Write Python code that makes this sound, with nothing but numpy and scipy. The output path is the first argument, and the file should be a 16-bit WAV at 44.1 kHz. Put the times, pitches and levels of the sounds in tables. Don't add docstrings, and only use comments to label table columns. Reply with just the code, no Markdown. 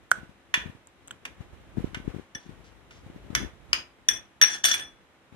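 import sys
import numpy as np
from scipy import signal
from scipy.fft import rfft, irfft, next_fast_len
from scipy.io import wavfile

SR = 44100
rng = np.random.default_rng(int(sys.argv[2]) if len(sys.argv) > 2 else 0)


def dump(signal):
    limited = np.clip(np.atleast_2d(signal).T, -1, 1)
    pcm = np.round(limited * 32767).astype(np.int16)
    wavfile.write(sys.argv[1], SR, pcm)


N = 236243

# frequency in Hz, relative density in dB per Hz.
ROOM_TONE = [(30, -12), (62, -2), (200, -5.5), (400, -5.5), (800, -7), (1250, -8), (2000, -10),
             (3150, -14.5), (3900, -17.5), (4500, -24), (6300, -24.5), (10000, -28), (13500, -31),
             (15000, -64)]
# frequency in Hz, shared part of the power from 0 to 1.
ROOM_TONE_LIKENESS = [(60, 0.37), (240, 1), (950, 0.73), (3770, 0.47), (15000, 0.22)]
ROOM_TONE_DB = -51.5

# multiple of the motor frequency, level in dB.
HUM_ORDERS = [(2, -68), (3, -66), (4, -64), (5, -62.5), (8, -69)]
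HUM_HZ = 66.9

# time in seconds, mean level in dB, left minus right in dB.
BUFFET = [(0.0, -48.5, -6), (0.12, -67, 0), (0.22, -50.5, 5.5), (0.43, -61.5, 9), (0.67, -47, 12),
          (0.78, -59, -10), (1.06, -59.5, 16), (1.45, -48.5, 1), (1.7, -48, 1), (1.8, -43.5, 7),
          (1.92, -54, 9), (2.05, -42, 2), (2.12, -54, 19), (2.33, -62.5, 9), (2.55, -50.5, 10.5),
          (2.73, -54, 15), (3.12, -44, -6), (3.46, -44.5, 17), (3.52, -53, -9), (3.71, -50, -7),
          (3.91, -62.5, 12.5), (4.12, -54.5, 4), (4.48, -66.5, -4.3), (5.0, -57, 0.5), (5.28, -96, 5),
          (5.36, -42.5, 13)]
# frequency in Hz, relative density in dB per Hz.
BUFFET_COLOUR = [(25, -45), (45, 3), (80, -2.5), (200, -12), (400, -14), (800, -26.5), (1600, -53)]
# time of the peak in seconds, peak level in dB, frequency in Hz,
# port (0 left, 1 right), sign (1 push, -1 pull).
THUDS = [(0.185, -33, 190, 0, 1), (0.233, -27, 187, 0, 1), (0.295, -30, 150, 0, 1),
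         (0.577, -26.5, 200, 0, -1), (0.66, -24.5, 182, 0, -1), (.699, -26, 172, 0, 1),
         (0.751, -31, 156, 1, 1), (1.407, -23.5, 116.8, 0, 1), (1.771, -25, 510, 0, 1),
         (1.774, -17.5, 232, 0, 1), (1.783, -11, 170, 0, 1), (1.806, -21.5, 175, 0, -1),
         (1.844, -11, 228, 1, -1), (1.876, -29.5, 197, 1, -1), (1.933, -29, 200, 0, 1),
         (1.972, -23.5, 180, 0, -1), (2.002, -24.5, 198, 0, -1), (2.079, -13, 205, 0, 1),
         (2.141, -25.5, 220, 0, 1), (2.147, -23, 270, 0, 1), (2.165, -21, 191, 0, -1),
         (2.186, -26, 260, 0, 1), (2.197, -23, 242, 0, 1), (2.356, -30.5, 158, 0, 1),
         (2.464, -28, 199, 0, 1), (2.494, -24.5, 184, 0, -1), (3.065, -26.5, 150, 0, -1),
         (3.101, -27.5, 198, 0, -1), (3.163, -25.5, 203, 0, 1), (3.304, -21.5, 180, 0, -1),
         (3.33, -24.5, 179, 0, -1), (3.38, -32, 200, 0, 1), (3.406, -26, 200, 0, -1),
         (3.416, -27, 178, 1, -1), (3.436, -22.5, 200, 0, -1), (3.448, -23, 206, 0, -1),
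         (5.326, -29.5, 181, 0, 1), (5.344, -37, 150, 0, -1)]

# frequency in Hz, level in dB, time to fall 60 dB in seconds.
POP_MODES = [(655, -20, 0.0076), (1470, -1.5, 0.013), (1484, -37.5, 0.34), (2150, -25.5, 0.02),
             (3190, -23, 0.013), (4950, -32, .008), (6070, -8.5, 0.0021), (8180, -9, 0.004),
             (12600, -25.5, 0.0054)]
POP_S, POP_TOUCH_S, POP_TOUCH_DB = 0.1152, 0.0048, -25
# start in seconds, snap level in dB, body above snap in dB.
TICKS = [(0.872, -29.5, -30), (1.076, -28, -25), (1.081, -27.5, -8.5), (1.1088, -31.5, 8),
         (1.1124, -26.5, -3.5)]
# frequency in Hz, relative level in dB,
# time to fall 60 dB in seconds.
TICK_SNAP = [(7600, 2, .004), (12580, -20, .004)]
TICK_BODY = [(3150, 0.2, 0.0061), (1480, -2, 0.0088)]

# frequency in Hz, left minus right in dB.
PORT_BALANCE = [(400, 0.5), (1000, 2.5), (1500, -14.5), (2000, -8.5), (2650, 1), (3400, 3), (4900, 6),
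                (5800, 12), (6600, 17), (8800, -7.5), (9600, 9), (12200, 1)]
BOWL_LEAD_MS, TICK_LEAD_MS = 0.235, -0.073

# frequency in Hz, time to fall 60 dB in seconds.
ROOM_T60 = [(500, 0.51), (2000, 0.37), (6000, 0.28), (14000, .22)]
ROOM_DB, ROOM_ONSET_MS = -9.5, 2
TICK_ROOM_DB = -13

# start in seconds, knock level in dB, bowl level in dB, bowl family struck best
# (0 low to 4 top), loss per family away from it in dB, tray level in dB, spoon scoop level in dB,
# spoon handle level in dB, time constant of the ring's swell in ms, ring length as a share of the free ring.
CLINKS = [(.5400, -24.5, -17.5, 0.95, 14, -20, -69, -30, 1.1, 0.31),
          (.5475, -36.5, -37, 0.9, 25, -51, -79, -62, .8, 0.36),
          (1.252, -37, -43.5, 1.1, 3.5, -33, -64, -37, 0.84, 0.16),
          (1.945, -36.5, -46, 0.2, 8, -29.5, -65, -75, 1.4, 0.68),
          (2.349, -47, -25, 2.01, 33, -60, -37, -37, 1.8, 0.17),
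          (2.351, -63, -25, 0.055, 5, -58, -60, -60, 4.3, 0.21),
          (2.907, -47, -68, 0.3, 6, -55, -69, -76, 1.9, 0.96),
          (3.3501, -29, -18, 1.65, 8, -14, -22.5, -24.5, 0.73, 0.21),
          (3.359, -42.5, -27.5, 0.05, 11, -33, -66, -62, 0.97, 0.5),
          (3.7302, -26, -28.5, 0.4, 4, -18.5, -10, -19, 1.37, 0.17),
          (3.748, -53, -44, 1.2, 4, -22, -47, -54.5, 2.7, 0.26),
          (4.0860, -31, -4, 1.73, 6.5, -34, -22, -17.5, 1.46, 0.13),
          (4.110, -49.5, -35.5, 0.34, 12, -41.5, -43, -47, 2, 0.26),
          (4.4140, -25.5, -13.5, 1.2, 2.5, -26.5, -14.5, -20, 0.57, 0.18),
          (4.4205, -24.5, -1, 2.01, 21.5, -30.5, -38.5, -39.5, 5.7, 0.39),
          (4.4365, -25.5, -21.5, 0.6, 4.5, -29.5, -38, -42.5, 0.66, 0.21),
          (4.6405, -42, -13, 1.146, 5, -48.5, -29, -11, 1.7, 0.21),
          (4.6485, -25, -15, 2.4, 3.5, -27.5, -34.5, -21, 3.5, 0.51),
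          (4.685, -53, -24.5, 2.1, 2, -30.5, -44, -49.5, 0.95, 0.33),
          (4.7132, -37.5, -17, 1.5, 5, -38.5, -42, -27, 1.3, 0.4),
          (4.74, -31.5, -24.5, 2.6, 7.5, -31, -46, -33.5, 1.5, 0.41),
          (4.793, -42.5, -35, 1.05, 7, -63, -63, -53, 2.6, 1.6)]
# frequency in Hz, relative level in dB, free time to fall 60 dB in seconds.
MODE_FAMILIES = [
    [(1745, -1, .13), (1800, -3, .11)],
    [(3420, -1, .24), (3520, -12, .15)],
    [(5810, -1, .2), (5890, -16, .16)],
    [(8790, -1, .15), (8150, -12, .15), (9580, -13, .15)],
    [(12230, -1, .12), (13100, -5, .15), (11900, -8, .1)],
    [(1250, -3, .05), (1500, -1, .06), (2050, -2, .07), (2300, -6, .07), (2650, -5, .07)],
    [(4920, -1, .1), (4780, -4, .08), (5100, -4, .1), (5280, -5, .08), (4150, -12, .1)],
    [(6630, -1, .1), (6350, -3, .08), (3030, -1, .15), (5560, -4, .1)],
]
# frequency in Hz, relative density in dB per Hz.
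KNOCK = [(500, -16), (1000, -4), (1500, -0.5), (2500, 9), (4000, -6), (7000, -15.5), (10000, -16),
         (13000, -18), (16000, -58)]
KNOCK_T60_S = 0.27
CRACK_DB, CRACK_T60_S = 13, 0.029
KNOCK_CORNER_HZ, HARDNESS = 4250, 0.39
RING_FLUTTER_DB, RING_FLUTTER_MS = 2.5, 5.6
RADIATION_SPREAD = 1

# start in seconds, length in seconds, friction noise level in dB before
# filtering, level in dB of the friction that drives the ringing.
STROKES = [(2.64, 0.029, -50, -91), (2.4, .05, -52.5, -70), (2.907, 0.069, -51, -73),
           (4.423, .13, -38, -42), (4.636, 0.082, -24.5, -34.5)]
DRAG_FAMILY_DB = [-23, -21.5, -23, -29, -41.5, -36, -50, -36]
STROKE_ATTACK_S, STROKE_RELEASE_DB_PER_S = 0.0028, 324

QUIET_BELOW_DB, QUIET_SLOPE, QUIET_DEPTH_DB, QUIET_WINDOW_MS = -33.5, 0.6, 12, 16.6
CUTOFF_HZ = 16900


def amp(db):
    return 10 ** (np.asarray(db) / 20)


def rms_one(x):
    return x / np.sqrt(np.mean(x ** 2) + 1e-20)


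def in_time(rows):
    s, *columns = np.transpose(rows)
    return [np.interp(np.arange(N) / SR, s, column) for column in columns]


def at_hz(points, hz):
    points_hz, values = np.transpose(points)
    return np.interp(np.log(hz + 1), np.log(points_hz + 1), values)


def butter(x, order, hz, kind="low"):
    return signal.sosfilt(signal.butter(order, hz, kind, fs=SR, output="sos"), x)


def coloured(spectrum, shape):
    white = rfft(rng.standard_normal(shape))
    hz = np.fft.rfftfreq(shape[-1], 1 / SR)
    return rms_one(irfft(white * amp(at_hz(spectrum, hz)), shape[-1]))


def drift(rate_hz):
    r = np.exp(-2 * np.pi * rate_hz / SR)
    slow = signal.lfilter([1], [1, -2 * r, r * r], rng.standard_normal((2, N + SR)))
    return rms_one(slow)[:, SR:]


def add(track, s, sound):
    start = round(s * SR)
    track[start:start + len(sound)] += sound[:N - start]


def room_tone():
    mid, side = rfft(coloured(ROOM_TONE, (2, N)))
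    alike = np.clip(at_hz(ROOM_TONE_LIKENESS, np.fft.rfftfreq(N, 1 / SR)), 0, 1)
    opposed = np.array([side, -side])
    return amp(ROOM_TONE_DB) * irfft(np.sqrt(alike) * mid + np.sqrt(1 - alike) * opposed, N)


def hum():
    turns = np.cumsum(HUM_HZ * (1 + .006 * drift(1.5)[0])) / SR
    return sum(amp(db) * np.sin(2 * np.pi * (round(k) * turns + rng.random())) for k, db in HUM_ORDERS)


def buffeting():
    db, pan_db = in_time(BUFFET)
    port_db = db + pan_db * np.array([[.5], [-.5]])
    lumps_db = 2.96 * drift(27)
    out = amp(port_db + lumps_db) * coloured(BUFFET_COLOUR, (2, N))
    t = np.arange(-SR // 50, SR // 50) / SR
    for s, peak_db, hz, port, sign in THUDS:
        bell = np.exp(-(2.89 * hz * t) ** 2)
        thud = np.sign(sign) * amp(peak_db) * bell * np.cos(2 * np.pi * hz * t)
        add(out[int(port > .5)], s + t[0], thud)
    return out


def cavity(modes):
    out, t = 0, np.arange(SR // 4) / SR
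    for hz, db, t60 in modes:
        swell = np.sin(np.pi / 2 * np.minimum(t * hz / 2.5, 1)) ** 2
        decay = amp(db + 60 * (1.29 / hz - t) / t60)
        out = out + decay * swell * np.sin(2 * np.pi * hz * t)
    return out


def ticks():
    out = np.zeros(N)
    add(out, POP_S - POP_TOUCH_S, amp(POP_TOUCH_DB) * cavity(TICK_SNAP))
    add(out, POP_S, cavity(POP_MODES))
    for s, db, body_db in TICKS:
        add(out, s, amp(db) * (cavity(TICK_SNAP) + amp(body_db) * cavity(TICK_BODY)))
    return out


def at_ports(x, lead_ms, shading):
    size = next_fast_len(N)
    hz = np.fft.rfftfreq(size, 1 / SR)
    half = amp(shading * at_hz(PORT_BALANCE, hz) / 2) * np.exp(1j * np.pi * hz * lead_ms / 1000)
    return irfft(rfft(x, size) * np.array([half, 1 / half]), size)[:, :N]


def room(x):
    t, echo = np.arange(SR // 2) / SR, 0
    for low in 400 * 2. ** np.arange(5):
        band = butter(rng.standard_normal((2, len(t))), 2, [low, min(2.42 * low, 16000)], "band")
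        echo = echo + band * amp(-60 * t / at_hz(ROOM_T60, 2 * low))
    echo = echo * (1 - np.exp(-1000 * t / ROOM_ONSET_MS))
    unit_echo = echo / np.sqrt(np.mean(np.sum(echo ** 2, axis=1)))
    return amp(ROOM_DB) * signal.fftconvolve(x, unit_echo, axes=1)[:, :N]


def knock(t, knock_db, hardness_db):
    noise = coloured(KNOCK, t.shape)
    bass_gain = np.minimum(amp(-.4 * (hardness_db + 3.0)), 1.5)
    noise += (bass_gain - 1) * butter(noise, 2, 1400)
    treble_gain = amp(min(HARDNESS * (hardness_db + 10.5), 3))
    noise += (treble_gain - 1) * butter(noise, 2, KNOCK_CORNER_HZ, "high")
    dying = amp(-16 - 60 * t / KNOCK_T60_S) + amp(CRACK_DB - 60 * t / CRACK_T60_S)
    return amp(knock_db) * dying * (1 - np.exp(-t / 0.0012)) * noise


def clinks():
    out, t = np.zeros((N, 2)), np.arange(SR // 3) / SR
    for s, knock_db, bowl_db, best, loss_db, *others_db, swell_ms, share in CLINKS:
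        family_db = [*(bowl_db - loss_db * abs(np.arange(5) - best)), *others_db]
        sound = knock(t, knock_db, family_db[3] - knock_db) * np.ones((2, 1))
        swell = 1 - np.exp(-1000 * t / max(swell_ms, .1))
        for modes, db in zip(MODE_FAMILIES, family_db):
            for hz, mode_db, t60 in modes:
                phase = rng.uniform(0, 2 * np.pi) + RADIATION_SPREAD * rng.standard_normal((2, 1))
                steps = rng.standard_normal(size=200)
                flutter_db = RING_FLUTTER_DB * np.interp(1000 * t / RING_FLUTTER_MS, np.arange(200), steps)
                decay_db = -60 * t / (t60 * max(share, .05))
                level = amp(db + mode_db + flutter_db + decay_db)
                sound += swell * level * np.sin(2 * np.pi * hz * t + phase)
        add(out, s, sound.T)
    return out.T


def drag():
    happens = rng.random(N) < 4000 / SR
    sizes = amp(3 * np.minimum(rng.exponential(1, N), 4))
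    grains = rms_one(happens * sizes * rng.choice([-1, 1], N))
    t, rub, ring = np.arange(N) / SR, np.zeros(N), np.zeros(N)
    for s, length, noise_db, ring_db in STROKES:
        rise = np.clip((t - s) / STROKE_ATTACK_S, 0, 1)
        fade = amp(-STROKE_RELEASE_DB_PER_S * np.maximum(t - s - length, 0))
        rub += amp(noise_db) * rise * fade
        ring += amp(ring_db) * rise * fade
    out = butter(rub * grains, 3, [1200, 6000], "band")
    drive = ring * grains + 1e-18
    for modes, db in zip(MODE_FAMILIES, DRAG_FAMILY_DB):
        for hz, mode_db, t60 in modes:
            r, w = amp(-60 / (0.29 * t60 * SR)), 2 * np.pi * hz / SR
            out += amp(db + mode_db) * signal.lfilter([0, np.sin(w)], [1, -2 * r * np.cos(w), r * r], drive)
    return out


def scene():
    bowl = butter(clinks() + drag(), 2, 500, "high")
    table = at_ports(bowl, BOWL_LEAD_MS, 0.91)
    close = at_ports(ticks(), TICK_LEAD_MS, 0.5)
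    echoes = room(table + amp(TICK_ROOM_DB) * close)
    return table + close + echoes + buffeting() + room_tone() + hum()


def record(dry):
    dry = butter(dry, 3, 45, "high")
    dry = butter(dry, 4, 14000)
    r = np.exp(-1000 / (QUIET_WINDOW_MS * SR))
    power = np.mean(dry ** 2, axis=0)
    smooth_power = signal.lfilter([1 - r], [1, -r], power, zi=[amp(2 * ROOM_TONE_DB)])[0]
    level_db = 10 * np.log10(smooth_power)
    gain_db = np.clip(QUIET_SLOPE * (level_db - QUIET_BELOW_DB), -QUIET_DEPTH_DB, 0)
    gain_db = np.append(gain_db[88:], np.full(88, gain_db[-1]))
    rounded = 0.99 * np.tanh(dry * amp(gain_db) / 0.86)
    return signal.sosfilt(signal.cheby2(12, 70, CUTOFF_HZ, fs=SR, output="sos"), rounded)


dry = scene()
out = record(dry)
dump(out)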